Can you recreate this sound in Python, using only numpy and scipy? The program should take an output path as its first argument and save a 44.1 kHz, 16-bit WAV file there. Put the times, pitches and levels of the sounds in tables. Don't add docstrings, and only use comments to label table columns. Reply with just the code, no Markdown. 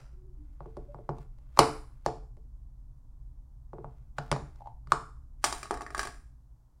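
import sys
import numpy as np
from scipy import signal
from scipy.fft import rfft, irfft, next_fast_len
from scipy.io import wavfile
from scipy.ndimage import uniform_filter1d

SR = 44100
rng = np.random.default_rng(int(sys.argv[2]) if len(sys.argv) > 2 else 0)


def wav_out(sig):
    wavfile.write(sys.argv[1], SR, np.round(np.clip(np.atleast_2d(sig).T, -1, 1) * 32767).astype(np.int16))


N = 299880
T = np.arange(N) / SR
RING = T[:SR // 2]
SHORT = T[:SR // 10]


# start_s, wall_db, nail_crack_db, hollow_db
TAPS = [(0.6055, -41.5, -78, -48.5), (0.658, -46.5, -81, -42.5), (0.7689, -42.5, -62.5, -38),
        (0.9452, -40.5, -74, -50.5), (0.986, -56, -90, -46), (1.0913, -27, -56, -33.5),
        (1.184, -51, -64, -61), (1.386, -67.5, -74, -72), (2.369, -67, -74, -58), (3.7324, -41, -77, -40.5),
        (3.7838, -44, -88, -41), (3.8444, -37, -75, -50.5), (4.559, -65, -68, -70)]
TAP_HZ, TAP_WIDTH_HZ = 860, 400
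TAP_TOP_HZ = 10800
TAP_THUMP_DB = -8
# start_s, wall_db, wall_pitch_hz, wall_width_hz, crack_db, crack_top_hz, hollow_db, table_thump_db
SNAPS = [(1.5738, -27, 1020, 268.7, -42.5, 9000, -38.5, -59.5),
         (1.5908, -4, 1017, 480, -12.5, 15510, -14.5, -31),
         (2.062, -19, 760, 280.3, -34.5, 9500, -27.5, -40.5),
         (2.0858, -36.5, 867, 440, -58, 9500, -41.5, -52),
         (4.1835, -29.5, 1427, 300, -44.5, 8240, -59.5, -51),
         (4.1857, -28.5, 787, 257, -43, 8500, -43.5, -37),
         (4.3154, -24.5, 910, 450, -29, 11200, -28.5, -28.5),
         (4.3258, -24, 1010, 620, -40, 10000, -35, -66.5), (4.3625, -30, 860, 345, -50.5, 10000, -64, -57),
         (4.872, -51.5, 1230, 250, -63.5, 14000, -62.5, -50),
         (4.9201, -12.5, 1180, 305, -28.5, 13000, -33.5, -40)]


def blows():
    taps = [(s, db, TAP_HZ, TAP_WIDTH_HZ, hollow, db + TAP_THUMP_DB) for s, db, _, hollow in TAPS]
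    snaps = [(s, db, hz, width, hollow, thump) for s, db, hz, width, _, _, hollow, thump in SNAPS]
    return taps + snaps


# pitch_hz, width_hz, level_db
WALL_MODES = [(620, 330, 6.5), (810, 99, -0.5), (1090, 50, -10.5), (1210, 380, 1.5), (1333, 45, 5),
              (1600, 47, -15), (1870, 170, -18.5)]
# pitch_hz, width_hz, level_db
HOLLOW_MODES = [(306.7, 17, -12), (397.6, 100, 0.5), (437, 15, 0.5), (503.2, 180, -2.5), (571, 67, -7.5)]
# pitch_hz, width_hz, level_db
TABLE_MODES = [(106, 38, -10), (142.2, 27, 4), (190, 14, -12.5), (265, 15, -9.5)]


def box(wall_db=1, wall_ring_db=1, wall_lag_s=0.00027, hollow_lag_s=.004, spot_db=2, hollow_spot_db=4):
    out = np.zeros(N)
    table = ring(TABLE_MODES) * (1 - np.exp(-RING / .005))
    for s, db, hz, width, hollow_db, table_db in blows():
        push = flex(hz, width)
        walls = through(push, struck(WALL_MODES, spot_db))
        hollow = struck(HOLLOW_MODES, hollow_spot_db) * (1 - np.exp(-SHORT / .004))
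        add(out, s + wall_lag_s, burst(push + undb(wall_ring_db) * walls, db + wall_db))
        add(out, s + hollow_lag_s, burst(hollow, hollow_db, span=.025))
        add(out, s, burst(table, table_db, span=.04))
    return out


def flex(hz, width):
    return SHORT * np.exp(-np.pi * width * SHORT / .644) * np.sin(2 * np.pi * hz * SHORT)


def struck(modes, spot_db):
    shifts = spot_db * rng.standard_normal(len(modes))
    return ring([(hz, width, db + shift) for (hz, width, db), shift in zip(modes, shifts)], SHORT)


# pitch_hz, width_hz, level_db
LATCH_MODES = [(1740, 390, -2.5), (2410, 440, -6.5), (2964, 170, -3), (4150, 1191, 2.5), (4900, 610, -1),
               (5263, 54, -4), (7040, 170, -2), (9700, 710, -11.5)]


def latch_cracks(db=2):
    hits = [(s, crack, top_hz) for s, _, _, _, crack, top_hz, _, _ in SNAPS]
    hits += [(s, crack, TAP_TOP_HZ) for s, _, crack, _ in TAPS]
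    return undb(db) * cracks(hits, LATCH_MODES, decay=0.0013, ring_db=4.5)


# pitch_hz, level_db
CRACK = [(300, -20), (1200, 1), (2000, 1.5), (3500, -4), (6000, -4.5), (9500, -5), (11500, -15),
         (16000, -21)]


def cracks(hits, modes, decay, ring_db, spot_db=4):
    out, t = np.zeros(N), RING[:SR // 20]
    rings = np.array([colour(ring([mode], t), CRACK) for mode in modes])
    tick = colour(signal.unit_impulse(len(t)), CRACK)
    for s, db, top_hz in hits:
        mode_gains = undb(ring_db + spot_db * rng.standard_normal(len(modes)))
        stiff = tick + mode_gains @ rings
        spray = dull(rng.standard_normal(len(t)) * np.exp(-t / decay), top_hz, order=3)
        add(out, s, burst(through(spray, stiff), db))
    return out


# start_s, level_db, pitch_hz
SEAL_SLIPS = [(4.6069, -43, 790), (4.619, -42.5, 795), (4.6585, -40.5, 794), (4.6723, -35, 841)]
SEAL_WIDTH_HZ, SEAL_RISE_S, SEAL_FALL_S = 116, 0.0072, 0.0097


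def seal(squeak_db=-5, tick_db=-33):
    ticks = [(s, db + tick_db, TAP_TOP_HZ) for s, db, _ in SEAL_SLIPS]
    out = cracks(ticks, LATCH_MODES, decay=0.0015, ring_db=3)
    for s, db, hz in SEAL_SLIPS:
        add(out, s, burst(flex(hz, SEAL_WIDTH_HZ), db))
        squeak = swell(s, SEAL_RISE_S, SEAL_FALL_S) * wavering_tone(hz, blur_db=-12.5, size=160)
        out += undb(db + squeak_db) * squeak
    return out


# start_s, body_db, pitch_hz, crack_db, slap_db
LID_HITS = [(5.4414, -19.5, 1230, -24, -37), (5.4449, -33, 1090, -22.5, -41),
            (5.526, -29.5, 1090, -33, -46), (5.63, -38.5, 1300, -39, -47.5), (5.656, -42, 1330, -52, -52),
            (5.7088, -23.5, 970, -39.5, -34.5), (5.741, -37, 1200, -46.5, -64),
            (5.7729, -38, 1120, -51.5, -58), (5.8085, -34.5, 1100, -51.5, -66),
            (5.818, -39, 1050, -46.5, -47), (5.8647, -36.5, 1520, -54, -51),
            (5.9046, -42, 1400, -52.5, -46), (5.9477, -27.5, 1300, -42, -58),
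            (5.9783, -39, 1210, -37.5, -37.5), (5.9935, -23.5, 1300, -31, -61),
            (6.0311, -34.5, 1300, -39.5, -68), (6.052, -39.5, 1150, -43, -40.5),
            (6.072, -37.5, 1217, -44, -69)]
REBOUND_S, REBOUND_DB = .018, -18.5


def rocking(count=2):
    knocks = list(LID_HITS)
    uneven = rng.uniform(.5, 1.5, (len(LID_HITS), count))
    for (s, db, hz, crack, slap), gaps in zip(LID_HITS, uneven):
        for k, hop in enumerate(REBOUND_S * np.cumsum(gaps)):
            loss = REBOUND_DB * (k + 1)
            knocks.append((s + hop, db + loss, hz, crack + loss, slap + loss))
    return knocks


# pitch_hz, width_hz, level_db
LID_MODES = [(430, 141, 2.5), (760, 166, 9), (826, 23, -3), (1120, 40.5, 6.5), (1230, 68, 6.5),
             (1302, 86, -2), (1643, 123, 11), (1827, 59, 13), (2200, 120, -31)]
# pitch_hz, width_hz, level_db
LID_SLAP_MODES = [(290, 8.77, -16), (317, 34, 1), (401, 100, 6.5), (682, 87, 5.5)]


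def lid(knocks, body_db=1, slap_db=-1, dull_db=-14, spot_db=4):
    out = np.zeros(N)
    slap = ring(LID_SLAP_MODES) * (1 - np.exp(-RING / 0.0037))
    for s, db, hz, _, low_db in knocks:
        push = flex(hz, width=590)
        body = through(push, struck(LID_MODES, spot_db)) + undb(dull_db) * push
        add(out, s, burst(body, db + body_db))
        add(out, s, burst(slap, low_db + slap_db, span=.02))
    return out


# pitch_hz, width_hz, level_db
LID_RIM_MODES = [(2380, 80, -8), (3920, 80, -1.5), (4960, 700, -2), (5750, 130, 1), (7340, 180, -8.5),
                 (7260, 220, -4.5), (8820, 650, -5)]


def rim_cracks(knocks, db=2, top_hz=17000):
    hits = [(s, crack, top_hz) for s, _, _, crack, _ in knocks]
    return undb(db) * cracks(hits, LID_RIM_MODES, decay=0.0037, ring_db=8.5)


# peak_s, level_db, rise_s, fall_s
SKIDS = [(5.455, -38, 0.011, 0.075), (6.0, -44.5, .03, 0.063)]


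def slide():
    speed = sum(undb(db) * swell(s, rise, fall) for s, db, rise, fall in SKIDS)
    return friction(LID_MODES + LID_RIM_MODES, rate=1100, scatter_db=4.5, ring_db=-8) * speed


def friction(modes, rate, scatter_db, ring_db):
    slips = (rng.random(N) < rate / SR) * rng.standard_normal(N)
    slips = slips * undb(scatter_db * rng.standard_normal(N))
    return level(colour(slips, CRACK) + undb(ring_db) * through(slips, ring(modes)), 0)


# start_s, length_s, level_db
RUBS = [(0.272, 1, -73.5), (1.122, 0.15, -63.5), (1.25, .9, -71.5), (3.674, 0.46, -75), (4.16, 0.17, -63),
        (4.3, 0.46, -70.5)]
PRE_SNAP_DB, PRE_SNAP_RISE_S = -33.5, 0.011


def rub(release=.003):
    grip = sum(undb(db) * arch(start, length) for start, length, db in RUBS)
    pre_snap = sum(undb(db + PRE_SNAP_DB) * swell(s, PRE_SNAP_RISE_S, release) for s, db, *_ in SNAPS)
    return friction(WALL_MODES, rate=1500, scatter_db=3, ring_db=18) * (grip + pre_snap)


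# start_s, length_s, pitch_hz, level_db
SQUEAKS = [(0.112, 0.24, 373, -58.5), (0.367, 0.095, 299, -55.5), (0.863, 0.12, 578, -53.5)]
SQUEAK_BEND = 0.037


def squeaks():
    out = np.zeros(N)
    for start, length, hz, db in SQUEAKS:
        press = arch(start, length)
        pitch_hz = hz * (1 - SQUEAK_BEND * (1 - press))
        out += undb(db) * press * wavering_tone(pitch_hz, blur_db=0, size=1200)
    return out


def wavering_tone(hz, blur_db, size):
    wobble = []
    for _ in range(2):
        smooth = uniform_filter1d(uniform_filter1d(rng.standard_normal(N), size), size)
        wobble.append(level(smooth, blur_db))
    phase = 2 * np.pi * np.cumsum(hz * np.ones(N)) / SR
    return (1 + wobble[0]) * np.sin(phase) + wobble[1] * np.cos(phase)


def opening_tail(db=-54, decay=0.073, top_hz=3500):
    tail = friction(WALL_MODES + LID_RIM_MODES, rate=6400, scatter_db=-1.0, ring_db=19)
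    return dull(tail, top_hz, order=1) * undb(db) * np.exp(-T / decay)


# delay_s, level_db
NEAR_ECHOES = [(.0009, -17.5), (.0019, -14.5), (.0034, -9)]


def near_echoes(x):
    out = x.copy()
    for delay, db in NEAR_ECHOES:
        add(out, delay, undb(db) * x)
    return out


# pitch_hz, t60_s
ROOM_T60 = [(150, 0.42), (500, 0.34), (1200, 0.4), (3000, 0.35), (8000, 0.42), (15000, 0.6)]
# pitch_hz, level_db
ROOM_COLOUR = [(100, 4.5), (250, 2.5), (430, -1), (700, -7), (1200, -7.5), (1700, -6), (2500, -6),
               (5000, -7.5), (9000, -6.5), (16000, -18)]


def room(wet_db=-3, early_db=4, early_decay=0.01, gap=0.0065):
    t = T[:SR]
    noise, hz = rfft(rng.standard_normal(SR)), np.fft.rfftfreq(SR, 1 / SR)
    octave = np.round(2 * np.log2(np.maximum(hz, 64))) / 2
    tail = 0
    for k in np.unique(octave):
        fade = np.exp(-np.log(1000) * t / over_hz(ROOM_T60, 2 ** k))
        tail = tail + irfft(noise * (octave == k)) * fade
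    tail = tail * np.clip(t / gap - .5, 0, 1)
    tail = tail * (1 + undb(early_db) * np.exp(-t / early_decay))
    return colour(tail / np.sqrt(np.sum(tail ** 2)), ROOM_COLOUR) * undb(wet_db)


ROOM_MODES_HZ = [263, 376, 448, 607, 714, 808, 883, 997, 1119]


def standing_waves(width_hz=8, db=-4.0, build_s=0.012):
    return ring([(hz, width_hz, db) for hz in ROOM_MODES_HZ]) * (1 - np.exp(-RING / build_s))


# pitch_hz, level_db
HUM = [(15, -12), (28, -4), (42, -2), (62, -5), (90, -25.5), (122, -11), (165, -32), (230, -34),
       (290, -35.5), (400, -50), (1000, -49), (1500, -60.5), (2500, -71.5), (6000, -66), (16000, -71)]
HUM_DB = -43
HUM_FADE_S, HUM_FADE_DB_PER_S = 6.2, 27


def hum(mains_hz=120, mains_db=-64, fade_below_hz=380):
    rumble = level(colour(rng.standard_normal(N), HUM), HUM_DB)
    rumble = rumble + undb(mains_db) * np.sin(2 * np.pi * mains_hz * T)
    lows = dull(rumble, fade_below_hz, order=1)
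    fade = undb(-HUM_FADE_DB_PER_S * np.maximum(T - HUM_FADE_S, 0))
    return lows * fade + rumble - lows


def undb(db):
    return 10 ** (np.asarray(db) / 20)


def over_hz(rows, hz):
    points, values = np.transpose(rows)
    return np.interp(np.log(hz + 1), np.log(points), values)


def colour(x, spectrum):
    size = 2 * next_fast_len(len(x))
    gain = undb(over_hz(spectrum, np.fft.rfftfreq(size, 1 / SR)))
    cepstrum = irfft(np.log(gain))
    cepstrum[1:size // 2] *= 2
    cepstrum[size // 2 + 1:] = 0
    return irfft(rfft(x, size) * np.exp(rfft(cepstrum)))[:len(x)]


def through(x, response):
    return signal.fftconvolve(x, response)[:len(x)]


def ring(modes, t=RING):
    out = 0
    for hz, width, db in modes:
        peak = undb(db) * 2 * np.pi * width / SR
        out = out + peak * np.exp(-np.pi * width * t) * np.cos(2 * np.pi * hz * t)
    return out


def dull(x, hz, order):
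    return signal.sosfilt(signal.butter(order, min(hz, .45 * SR), fs=SR, output="sos"), x)


def burst(x, db, span=.01):
    return x * undb(db) / np.sqrt(np.mean(x[:int(span * SR)] ** 2))


def level(x, db):
    return x * undb(db) / np.std(x)


def add(track, s, x):
    i = int(s * SR)
    track[i:i + len(x)] += x[:N - i]


def arch(start, length):
    return np.sin(np.pi * np.clip((T - start) / length, 0, 1))


def swell(s, rise, fall):
    return np.exp(-np.minimum(np.maximum((s - T) / rise, (T - s) / fall), 40))


def scene(direct_db=-2, lid_wet_db=3.0, count=3):
    knocks = rocking()
    near = box() + rub() + squeaks() + seal()
    far = lid(knocks) + slide()
    direct = undb(direct_db) * near_echoes(near + far + latch_cracks() + rim_cracks(knocks))
    radiated = near + undb(lid_wet_db) * far
    echo = through(radiated, room()) + through(radiated, standing_waves())
    for _ in range(count):
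        sharp = latch_cracks() + undb(lid_wet_db) * rim_cracks(knocks)
        echo = echo + through(sharp, room()) / np.sqrt(count)
    return (direct + echo + opening_tail() + hum())[None]


TOP_HZ = 16300


def record(dry):
    rounded = np.tanh(0.65 * dry)
    return signal.sosfilt(signal.ellip(8, .2, 70, TOP_HZ, fs=SR, output="sos"), rounded)


dry = scene()
out = record(dry)
wav_out(out)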